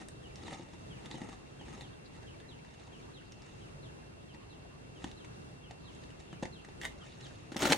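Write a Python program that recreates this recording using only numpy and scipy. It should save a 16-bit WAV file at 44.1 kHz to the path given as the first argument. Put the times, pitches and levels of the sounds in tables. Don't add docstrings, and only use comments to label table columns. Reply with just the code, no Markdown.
import sys
import numpy as np
from scipy import signal
from scipy.fft import rfft, irfft, next_fast_len
from scipy.io import wavfile
from scipy.ndimage import uniform_filter1d

SR = 44100
rng = np.random.default_rng(int(sys.argv[2]) if len(sys.argv) > 2 else 0)


def store_pcm(level_fs):
    pcm = np.round(np.clip(level_fs, -1, 1) * 32767).astype(np.int16)
    wavfile.write(sys.argv[1], SR, np.atleast_2d(pcm).T)


N = 342657
TIME = np.arange(N) / SR
SIDES = np.array([[1], [-1]])
TOP_HZ = 15900

# f/Hz, level/dB
HUSH_SPECTRUM = [(25, -8), (48, 0.5), (75, 1), (145, 3), (200, -4.5), (420, -8), (540, -15), (800, -19),
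                 (1300, -25.5), (3700, -29.5), (5000, -32), (10000, -37.5), (12000, -55.5)]
# f/Hz, level/dB
HUSH_WIDTH = [(130, -14), (200, 0), (1300, 9), (3000, 3.5), (10000, 6.5)]
# f/Hz, level/dB
HUSK_SPECTRUM = [(600, -23), (1900, 13), (3700, 10.5), (6800, 7), (10000, -5), (12500, -70)]
# f/Hz, level/dB
SOIL_SPECTRUM = [(70, -4.5), (240, 6.5), (540, 1), (670, -4.5), (860, 2), (1080, -18), (1270, -0.5),
                 (1500, -22), (1900, -6), (3600, -27), (9000, -20.5), (15500, -66)]
# f/Hz, level/dB
CRACK_SPECTRUM = [(200, -2.5), (550, 11), (850, 7), (1100, -2.5), (1800, 7.5), (2350, 4), (3900, 2),
                  (4900, -2.5), (6800, -1), (10000, -12), (15500, -35)]
# f/Hz, level/dB
KNOCK_SPECTRUM = [(60, -20), (130, -3.5), (220, 2.5), (350, 4.5), (440, -13.5), (540, -2), (660, -18.5),
                  (860, -2.5), (1150, -28), (2500, -57)]
# f/Hz, gain/dB
DISTANCE_FILTER = [(9000, -1), (14000, -14)]
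# f/Hz, gain/dB
SOLE_FILTER = [(140, 6.5), (280, 0.5), (550, 4.5), (950, -1), (6500, -2)]
# f/Hz, gain/dB
CANE_FILTER = [(700, -5.5), (1900, 2), (7000, -1), (13000, 2)]
# f/Hz, level/dB
FIBRE_SPECTRUM = [(500, -2), (1000, 3), (1350, -1), (2000, 11), (2450, -12), (3200, 10), (4500, -9),
                  (8000, -7), (14000, -23)]
# f/Hz, level/dB
STEREO_BALANCE = [(200, 0), (700, 3), (1300, 13), (1900, -3.5), (4400, -0.5)]

# peak t/s, rise width/s, husk level/dB, soil level/dB
STICK_SWEEPS = [(.01, 0.011, -58, -48), (.505, 0.076, -58.5, -51.5), (1.18, 0.08, -60, -50),
                (1.739, 0.038, -57.5, -51), (2.17, 0.036, -70.5, -60.5), (2.8, 0.11, -66.5, -72),
                (3.48, 0.097, -66, -64.5), (5.045, 0.034, -61.5, -56.5), (5.99, 0.061, -68, -72),
                (6.205, 0.0092, -57.5, -62), (7.17, 0.14, -62, -63)]
# t/s, crack level/dB, ring f/Hz
TWIG_SNAPS = [(0.086, -47, 8500), (0.358, -49.5, 5400), (1.059, -46.5, 3420), (1.113, -43, 3860),
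              (1.810, -46, 3770), (2.402, -53.5, 3460), (2.648, -55, 1870), (3.322, -50.5, 5800),
              (3.421, -57, 5400), (5.115, -48.5, 3880), (5.247, -49, 2260), (5.951, -59, 7200),
              (6.038, -57.5, 4100), (6.105, -55, 2960), (7.268, -53.5, 4400)]
# t/s, crack level/dB, knock level/dB, ring f/Hz
GROUND_KNOCKS = [(.481, -44, -38.5, 905), (.528, -46.5, -40, 890), (.596, -54, -36.5, 810),
                 (.735, -53, -44.5, 930), (1.143, -48.5, -34, 524), (1.217, -45, -34.5, 620),
                 (1.329, -48, -42.5, 1160), (1.612, -53, -39.5, 880), (1.683, -51, -42, 1800),
                 (2.229, -52, -48, 600), (4.3465, -51, -41, 1930)]
# t/s, crack level/dB, knock level/dB, ring f/Hz
FOOTSTEPS = [(5.0429, -37, -34, 3200), (5.0694, -66, -48, 900), (5.709, -43.5, -40, 750),
             (6.329, -46.5, -37.5, 1310), (6.426, -39, -32, 336), (6.431, -35, -37, 520),
             (6.4544, -40.5, -36, 2000), (6.648, -45.5, -47, 1960), (6.687, -50.5, -50.5, 855)]
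# t/s, level/dB
CALLS = [(0.23, -52.5), (0.901, -52.5), (1.589, -52.5), (2.266, -52.5), (2.921, -52.5), (3.605, -55.5),
         (4.281, -57), (4.95, -56.5), (5.63, -54), (6.306, -52.5), (7.003, -52)]
# t/s from its onset, f/Hz, level/dB
LOW_NOTE = [(0, 3450, -9), (.009, 3250, 3.5), (.022, 3020, 3), (.045, 2800, -4), (.085, 2280, -9)]
# t/s from its onset, f/Hz, level/dB
HIGH_NOTE = [(0, 4298, -7), (.011, 4060, 4), (.028, 3580, -1), (.042, 3150, 3.5), (.058, 2890, -4.5),
             (.09, 2600, -7)]
# t/s, crack level/dB
CANE_SPLITS = [(6.8149, -40), (6.834, -41), (6.852, -32.5)]
# t/s, crack level/dB, knock level/dB, ring f/Hz, crack T60/s
PILE_IMPACTS = [(7.5194, -42, -39, 1420, 0.11), (7.545, -48, -39, 1810, 0.04),
                (7.561, -54, -25.5, 343, 0.024), (7.5663, -32.5, -30, 5500, 0.031),
                (7.603, -41, -48, 2060, 0.032), (7.611, -35, -39, 900, 0.048),
                (7.6217, -27, -44, 1380, 0.016), (7.628, -25.5, -20.5, 1860, 0.06),
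                (7.638, -36, -26, 850, 0.02), (7.654, -22.5, -23.5, 1400, 0.055),
                (7.671, -29.5, -27, 910, 0.023), (7.697, -33, -28, 1950, 0.04),
                (7.7035, -27, -24, 1580, 0.027), (7.711, -27.5, -24.5, 860, 0.11),
                (7.7225, -15.5, -43, 4180, 0.015), (7.727, -26, -29, 2720, 0.013),
                (7.731, -19, -36, 1720, 0.011), (7.744, -48, -22.5, 1770, 0.034)]


def undb(db):
    return 10 ** (np.asarray(db) / 20)


def unit(x):
    return x / np.sqrt(np.mean(x ** 2))


def gains(spectrum, size):
    hz, db = np.transpose(spectrum)
    return undb(np.interp(np.log(np.arange(size // 2 + 1) * SR / size + 1), np.log(hz), db))


def tint(x, spectrum):
    size = next_fast_len(N)
    return irfft(rfft(x, size) * gains(spectrum, size), size)[..., :N]


def resound(x, spectrum, size=2048):
    cepstrum = irfft(np.log(gains(spectrum, size)))
    cepstrum[1:size // 2] *= 2
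    cepstrum[size // 2 + 1:] = 0
    response = irfft(np.exp(rfft(cepstrum)))
    return signal.oaconvolve(x, response / np.linalg.norm(response))[:N]


def fade(t, t60):
    return np.exp(-np.log(1000) * t / t60)


def add(track, start_s, sound):
    part = track[max(int(start_s * SR), 0):][:len(sound)]
    part += sound[:len(part)]


def wander(rate_hz):
    knots = rng.standard_normal(2048)
    return unit(np.interp(TIME * rate_hz, np.arange(len(knots)), knots))


def air(db, flutter_db):
    mid, side = tint(rng.standard_normal((2, N)), HUSH_SPECTRUM)
    hush = (mid + SIDES * tint(side, HUSH_WIDTH)) / np.std(mid)
    return hush * undb(db + flutter_db * wander(6.6))


def grass(db):
    rustle = np.zeros((2, N))
    for hz in np.geomspace(500, 4200, 12):
        band = signal.butter(2, [hz / 1.12, hz * 1.12], "bandpass", fs=SR, output="sos")
        fits = unit(undb(4.2 * wander(32)))
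        rustle += unit(signal.sosfilt(band, rng.standard_normal((2, N)))) * fits / hz ** .3
    return undb(db) * unit(rustle)


def insect(hz, db):
    carrier = np.exp(2j * np.pi * np.cumsum(hz + 11 * wander(40)) / SR)
    paths = np.array([1 + undb(-6) * (wander(160) + 1j * wander(160)) for _ in range(2)])
    return undb(db) * unit(np.real(carrier * paths))


def twigs(per_s, spread_db, lo_hz, hi_hz, ring_cycles, count=40):
    gaps, sizes, signs, *picks = rng.random((24000, 6)).T
    onsets = (np.cumsum(-np.log(1 - gaps)) / per_s * SR).astype(int)
    force = undb(spread_db * np.minimum(-np.log(1 - sizes), 3.5)) * np.sign(signs - .5)
    picked_modes = (np.array(picks) * count).astype(int)
    modes_hz = np.geomspace(lo_hz, hi_hz, count) * (1 + 0.052 * rng.standard_normal(count))
    ringing = np.zeros(N)
    for k, hz in enumerate(modes_hz):
        touched = (onsets < N) & np.any(picked_modes == k, axis=0)
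        drive = np.bincount(onsets[touched], force[touched], N) + 1e-18
        radius = fade(1 / SR, ring_cycles / hz)
        feedback = [1, -2 * radius * np.cos(2 * np.pi * hz / SR), radius ** 2]
        ringing += signal.lfilter([1, 0, -1], feedback, drive) * np.sqrt((1 - radius) * hz)
    return unit(ringing)


def grains(per_s, spread_db):
    sizes = undb(spread_db * np.minimum(rng.exponential(size=N), 4))
    return unit((rng.random(N) < per_s / SR) * sizes * rng.choice([-1, 1], N))


def swell(peak_s, rise_s, fall_ratio=1.19, roundness=1.22):
    width = np.where(TIME < peak_s, rise_s, rise_s * fall_ratio)
    return np.exp(-(np.abs(TIME - peak_s) / width) ** roundness / 2)


def raking():
    fits = unit(undb(3 * wander(90)))
    sweeps = np.array([swell(peak_s, rise_s) for peak_s, rise_s, _, _ in STICK_SWEEPS])
    stir, drag = undb(np.array(STICK_SWEEPS)[:, 2:]).T @ sweeps
    husks = twigs(per_s=1300, spread_db=2.6, lo_hz=790, hi_hz=10800, ring_cycles=36)
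    clods = grains(per_s=550, spread_db=2.7)
    crackle = unit(resound(husks, HUSK_SPECTRUM)) * stir
    scuffs = resound(clods, SOIL_SPECTRUM) * drag
    return (crackle + scuffs) * fits


def impacts(rows, ring_db, ring_cycles, knock_t60, give_s, size=4096):
    t = (np.arange(size) - 256) / SR
    after = np.maximum(t, 0)
    give = np.exp(np.minimum(t, 0) / give_s) * np.where(t < 0, .4, 1)
    ratios = (np.array([[3], [5], [7]]) / 3) ** 2
    span = np.sqrt(.002 * SR)
    cracks, rings, knocks = np.zeros((3, N))
    for s, crack_db, knock_db, hz, t60 in rows:
        splinters, grind = rng.standard_normal((2, size))
        crack = splinters * give * fade(after, t60)
        knock = grind * give * fade(after, knock_t60)
        knock = knock / np.linalg.norm(knock) + (t == 0)
        modes_hz = hz * ratios
        modes = np.sin(2 * np.pi * modes_hz * after) * fade(after, ring_cycles / modes_hz) / ratios
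        ring = np.sum(modes * (modes_hz < 10700), axis=0)
        parts = (cracks, crack, crack_db), (rings, ring, crack_db + ring_db), (knocks, knock, knock_db)
        for track, sound, db in parts:
            add(track, s + t[0], span * undb(db) * sound / np.linalg.norm(sound))
    return resound(cracks, CRACK_SPECTRUM) + rings + resound(knocks, KNOCK_SPECTRUM)


def crack_t60(ring_hz):
    return 0.034 * (2000 / ring_hz) ** 0.066


def stubble():
    snap_rows = [(s, db, db - 18, hz, crack_t60(hz)) for s, db, hz in TWIG_SNAPS]
    knock_rows = [(*row, crack_t60(row[-1])) for row in GROUND_KNOCKS]
    step_rows = [(*row, crack_t60(row[-1])) for row in FOOTSTEPS]
    steps = impacts(step_rows, ring_db=-2, ring_cycles=18, knock_t60=0.024, give_s=0.002)
    snaps = impacts(snap_rows, ring_db=1.5, ring_cycles=17, knock_t60=0.023, give_s=0.0038)
    knocks = impacts(knock_rows, ring_db=-0.5, ring_cycles=26, knock_t60=0.083, give_s=0.0047)
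    return tint(snaps + knocks + tint(steps, SOLE_FILTER), DISTANCE_FILTER)


def whistle(glide):
    s, hz, db = np.transpose(glide)
    t = np.arange(int(s[-1] * SR)) / SR
    pitch = np.interp(t, s, hz) * (1 + 0.0089 * rng.standard_normal())
    return np.sin(2 * np.pi * np.cumsum(pitch) / SR) * undb(np.interp(t, s, db))


def bird(high_after_s=.215):
    song = np.zeros(N)
    for s, db in CALLS:
        add(song, s, undb(db) * whistle(LOW_NOTE))
        add(song, s + high_after_s, undb(db) * whistle(HIGH_NOTE))
    song *= unit(undb(1.7 * wander(140)))
    trees = np.array([scatter(song, t60=.07) + undb(-4) * scatter(song, t60=.3) for _ in range(2)])
    return undb(-8.5) * song + undb(-5.8) * trees


def cane(ring_hz=2060, jerk_t60=0.019, tear_s=0.062):
    rows = [(s, db, db - 5, ring_hz, jerk_t60) for s, db in CANE_SPLITS]
    jerks = impacts(rows, ring_db=-5, ring_cycles=28, knock_t60=0.022, give_s=0.0023)
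    progress = np.clip((TIME - CANE_SPLITS[0][0]) / tear_s, 0, 1)
    pressure = np.sqrt(4 * progress * (1 - progress))
    tearing = resound(grains(per_s=810, spread_db=3), FIBRE_SPECTRUM)
    return tint(jerks, CANE_FILTER) + undb(-47) * pressure * tearing


def settling(start_s=7.563, attack_s=0.067, hold_s=0.093, rise_db_per_s=202, fall_db_per_s=170):
    t = TIME - start_s
    rise = rise_db_per_s * np.minimum(t - attack_s, 0)
    fall = fall_db_per_s * np.maximum(t - attack_s - hold_s, 0)
    return undb(rise - fall) * (t > 0)


def landing():
    thin_sticks = twigs(per_s=1100, spread_db=3, lo_hz=480, hi_hz=9500, ring_cycles=50)
    clatter = undb(-7.5) * unit(resound(thin_sticks, CRACK_SPECTRUM))
    fractures = grains(per_s=2600, spread_db=3.5)
    splinters = undb(-10) * resound(fractures, [(1000, 13), (5500, 1), (15000, -5)])
    heap = undb(-9.5) * resound(grains(per_s=1400, spread_db=1), KNOCK_SPECTRUM)
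    blows = impacts(PILE_IMPACTS, ring_db=-6, ring_cycles=24, knock_t60=0.024, give_s=0.002)
    return undb(-30.5) * settling() * (clatter + splinters + heap) + blows


def scatter(x, t60, size=16384):
    tail = rfft(rng.standard_normal(size) * fade(np.arange(size) / SR, t60))
    whitened = tail / np.sqrt(uniform_filter1d(np.abs(tail) ** 2, size=60))
    return signal.oaconvolve(x, irfft(whitened))[:N]


def ground_bounce(x, echo_db, lag_s=0.00108):
    size = next_fast_len(N + 256)
    hz = np.arange(size // 2 + 1) * SR / size
    echo = undb(echo_db)
    comb = (1 + echo * np.exp(-2j * np.pi * hz * lag_s)) / np.hypot(1, echo)
    return irfft(rfft(x, size) * comb, size)[..., :N]


def spread(x, side_db, side_t60, field_db):
    direct = np.array([tint(x, [(hz, sign * db / 2) for hz, db in STEREO_BALANCE]) for sign in (1, -1)])
    delayed = np.pad(x, (int(.004 * SR), 0))[:N]
    side = tint(scatter(delayed, side_t60), [(200, -46), (1200, 0)])
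    tail = np.array([scatter(delayed, t60=0.18) for _ in range(2)])
    return direct + SIDES * undb(side_db) * side + undb(field_db) * tail


def scene():
    gathering = ground_bounce(raking() + stubble() + cane(), echo_db=-10.5)
    far = spread(gathering, side_db=-10, side_t60=0.0093, field_db=-6)
    near = spread(landing(), side_db=-6.5, side_t60=0.0092, field_db=-14)
    return far + near + grass(db=-62) + bird() + insect(hz=2720, db=-70) + air(db=-53, flutter_db=1.2)


def record(dry):
    dry = signal.sosfilt(signal.butter(2, 35, "highpass", fs=SR, output="sos"), dry)
    return signal.sosfilt(signal.ellip(8, .2, 70, TOP_HZ, fs=SR, output="sos"), dry)


dry = scene()
out = record(dry)
store_pcm(out)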